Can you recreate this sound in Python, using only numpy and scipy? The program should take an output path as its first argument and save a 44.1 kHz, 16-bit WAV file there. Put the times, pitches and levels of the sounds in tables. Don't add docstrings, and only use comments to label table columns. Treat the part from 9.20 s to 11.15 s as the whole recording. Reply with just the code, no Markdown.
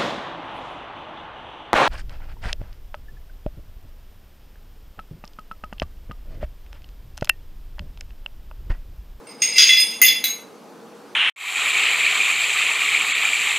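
import sys
import numpy as np
from scipy import signal
from scipy.fft import rfft, irfft
from scipy.io import wavfile
from scipy.ndimage import uniform_filter1d

SR = 44100
rng = np.random.default_rng(int(sys.argv[2]) if len(sys.argv) > 2 else 0)


def wav_record(signal):
    frames = np.transpose(np.atleast_2d(signal))
    bounded = np.clip(frames, -1, 1)
    quanta = np.round(bounded * 32767).astype(np.int16)
    wavfile.write(sys.argv[1], SR, quanta)


def volts(x):
    e = np.asarray(x, float) / 20
    return 10 ** e


N = 85995
CONTACT_N = 4000
MODES = 14


def evened(x):
    return x / np.sqrt(np.mean(x ** 2) + 1e-20)


def read(points, hz):
    f, value = np.transpose(points)
    return np.interp(np.log(hz + 1), np.log(f + 1), value)


def decay(x, t60):
    return signal.lfilter([1], [1, -volts(-60 / t60 / SR)], x)


def resonate(x, hz, width):
    r = np.exp(-np.pi * abs(width) / SR)
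    return 2 * signal.lfilter([1 - r], [1, -r * np.exp(2j * np.pi * hz / SR)], x, axis=-1).real


def room_noise():
    # frequency in Hz, level in dB per Hz.
    hum_colour = [(24, -79), (40, -61), (213, -1.5), (295, -4.5), (429, -7), (1290, -12.5), (1920, -22.5),
                  (4480, -27), (15600, -37.5)]
    # frequency in Hz, left-right likeness (0 to 1).
    likeness = [(60, 0.76), (240, 0.89), (950, 0.86), (3770, 0.87), (15000, 0.94)]
    frames, hz = N // 256 + 5, np.fft.rfftfreq(1024, 1 / SR)
    a, b, c, d, patches = rng.standard_normal((5, 513, frames))
    patches = uniform_filter1d(patches, size=8, axis=0)
    patches = evened(uniform_filter1d(patches, size=10, axis=1))
    same = read(likeness, hz)[:, None]
    left = a + 1j * b
    right = same * left + np.sqrt(1 - same ** 2) * (c + 1j * d)
    spectrum = np.array([left, right]) * volts(read(hum_colour, hz)[:, None] + 1.2 * patches)
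    noise = signal.istft(spectrum, nperseg=1024, noverlap=768)[1][:, :N]
    return volts(-46) * evened(noise)


def fuzzy_tones(noise, tones):
    total = 0
    for hz, width, db in tones:
        total = total + volts(db) * evened(resonate(resonate(noise, hz, width), hz, width))
    return total


def refrigerator():
    # frequency in Hz, width in Hz, level in dB.
    compressor = [(464, 44, 3), (827, 53, -4)]
    # frequency in Hz, width in Hz, level in dB.
    whine = [(4430, 21, -72), (5933, 40, -73)]
    mid, side = rng.standard_normal((2, N))
    noise = mid + 0.25 * side * np.array([[1], [-1]])
    motor = volts(-51.5) * evened(fuzzy_tones(noise, compressor))
    return room_noise() + motor + fuzzy_tones(noise, whine)


def contact_force(slide, chatter_hz):
    t = np.arange(CONTACT_N) / SR
    force = t / slide * np.exp(-t / slide)
    return force * np.sqrt(1 + 4 * slide * chatter_hz) / force.sum()


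def glass_push(force, db, chatter_hz):
    scatter_db = 4
    drift = rng.standard_normal((MODES, CONTACT_N))
    grip = np.cumsum(drift, 1) * np.sqrt(2 * np.pi * chatter_hz / SR)
    uneven, start = rng.standard_normal((MODES, 1)), rng.random((MODES, 1))
    return volts(db + scatter_db * uneven) * force * np.exp(1j * (grip + 2 * np.pi * start))


def tile_clack(force, place):
    # frequency in Hz, level in dB per Hz.
    clack_colour = [(600, -48), (1400, -21.5), (2400, -0.5), (3400, -5), (6000, -7), (8000, -21.5),
                    (11300, -40), (14000, -19)]
    clack_db = [-12.5, -7.5, -8, -14.5, -15, -10, -9.5]
    colour = volts(read(clack_colour, np.fft.rfftfreq(CONTACT_N, 1 / SR)))
    clack = evened(irfft(rfft(rng.standard_normal(CONTACT_N)) * colour, CONTACT_N))
    return volts(clack_db[place]) * clack * decay(force, 0.017)


def glass_ring(push, place):
    mode_hz = [2058, 2220, 2610, 2730, 3440, 3950, 4900, 5016, 6515, 8700, 10034, 12497, 13972, 14535]
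    mode_t60 = [.07, .03, .03, .04, .07, .03, .05, .12, .08, .06, .1, .05, .06, .05]
    # one place struck, the answer of each glass mode in dB.
    answer_db = [
        [-9.5, -4, -7, -9, -23.5, -25, -19, 3.5, -8.5, -10, -19.5, -31.5, -30.5, -27.5],
        [-7.5, -14, -9, -12, -5, -10.5, 0.5, -3, -6, -21, -19.5, -32, -34, -30.5],
        [-4.5, -12.5, -3, -7, 3.5, -19, -9.5, -12.5, -7.5, -17.5, -24, -31, -22, -24],
        [-14, -12.5, -16, -5, -4, -19, -16.5, -1, -11.5, -13.5, -15, -19, -20, -24],
        [-2.5, -18.5, -12.5, -1, -17, -27, -19, -18, 2.5, -22.5, -4, -7.5, -4.5, -4],
        [-14.5, -17, -7.5, 2.5, -4.5, -15, -16, -6, -8.5, -23.5, -19, -23.5, -25, -25.5],
        [-7.5, -5, -6, -2, -10, 0, -7.5, -22, -2, -14.5, -16, -14, -12.5, -12],
    ]
    time = np.arange(push.shape[1]) / SR
    total = np.zeros(len(time))
    for hz, t60, db, drive in zip(mode_hz, mode_t60, answer_db[place], push):
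        ring = decay(drive, min(t60, 0.15))
        halo = decay(drive * 1j, 0.023)
        halo_db = -4.5 + 6.5 * np.log2(hz / 5000)
        swing = ring + volts(halo_db) * halo
        total += volts(db - 9) * (swing * np.exp(2j * np.pi * hz * time)).real
    return total


def knocks(contacts, place):
    chatter_hz = 150
    push = np.zeros((MODES, N + CONTACT_N), complex)
    clacks = np.zeros(N + CONTACT_N)
    for start, db, slide in contacts:
        force = contact_force(max(slide, 0.0002), chatter_hz)
        at = round(start * SR)
        push[:, at:at + CONTACT_N] += glass_push(force, db, chatter_hz)
        clacks[at:at + CONTACT_N] += volts(db) * tile_clack(force, place)
    return (clacks + glass_ring(push, place))[:N]


def kitchen(x):
    # frequency in Hz, reverberation time (t60) in seconds.
    room_t60 = [(1000, 0.49), (3000, 0.4), (6000, 0.35), (10000, 0.38), (15000, 0.25)]
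    taps = np.zeros((2, 22000))
    at = np.arange(80, 21980, 20) + rng.integers(0, 20, (2, 1095))
    np.put_along_axis(taps, at, rng.choice([-1., 1.], at.shape), 1)
    hz, t, z = signal.stft(taps, SR, nperseg=128)
    dying = z * volts(-60 * t / read(room_t60, hz)[:, None])
    tail = signal.istft(dying, SR, nperseg=128)[1]
    tail = tail / np.linalg.norm(tail[0])
    mid, side = signal.fftconvolve(x[None], tail, axes=1)[:, :N]
    return x + volts(3) * mid + volts(-13.5) * side * np.array([[1], [-1]])


def scene():
    # start in seconds, level in dB, slide in seconds
    on_edge = [(.068, -32.5, 0.0023), (.086, -30.5, 0.011), (.115, -50, 0.021), (.15, -72.5, .01),
               (.19, -31.5, 0.014), (.218, -3, 0.0026), (.236, -14.5, 0.0032), (.255, -32, 0.0043),
               (.275, -13.5, 0.0059), (.3, -14.5, 0.024), (.322, -23, 0.0026), (.352, -4.5, 0.011),
               (.368, -19.5, 0.0096), (1.65, -59.5, 0.013), (1.86, -51.5, 0.014)]
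    on_face = [
        (.3821, -0.5, 0.0001),
        (0.389, -4, 0.00033),
        (.396, -7, 0.003),
        (0.409, -7, 0.007),
        (.42, -3.5, 0.0009),
        (0.429, -16.5, 0.0017),
        (.445, -11.5, 0.0039),
        (.462, -7, 0.0039),
    ]
    on_rim = [
        (0.49, -5, 0.0005),
        (.5, -10.5, 0.0026),
        (.518, -8.5, 0.0097),
        (0.53, -10, 0.0025),
    ]
    on_side = [
        (.565, -4.5, 0.0036),
        (.58, -14, 0.0041),
        (.595, -4.5, 0.0035),
        (.608, -11.5, 0.0056),
        (.645, -26.5, 0.003),
        (.695, -14, 0.01),
        (.735, -21.5, 0.0038),
    ]
    on_corner = [
        (.8156, -1, 0.0006),
        (.821, -5, 0.0024),
        (.832, -4.5, 0.0025),
    ]
    on_heel = [
        (.844, -8.5, .004),
        (.86, -9, .002),
        (.872, -4, .004),
        (0.926, -26, .006),
    ]
    on_tip = [
        (1.0401, -8, 0.00042),
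        (1.052, -23, 0.002),
        (1.066, -42, 0.0039),
        (1.108, -37, 0.0017),
    ]
    places = [on_edge, on_face, on_rim, on_side, on_corner, on_heel, on_tip]
    mix = refrigerator()
    for place, contacts in enumerate(places):
        mix = mix + kitchen(knocks(contacts, place))
    return mix


def top_cut(x):
    return signal.sosfilt(signal.butter(12, 15760, fs=SR, output="sos"), x)


def record(dry):
    hot = np.clip(1.133 * dry, -0.98, 0.94)
    dull = signal.sosfilt(signal.butter(3, 14900, fs=SR, output="sos"), hot)
    return top_cut(dull)


dry = scene()
out = record(dry)
wav_record(out)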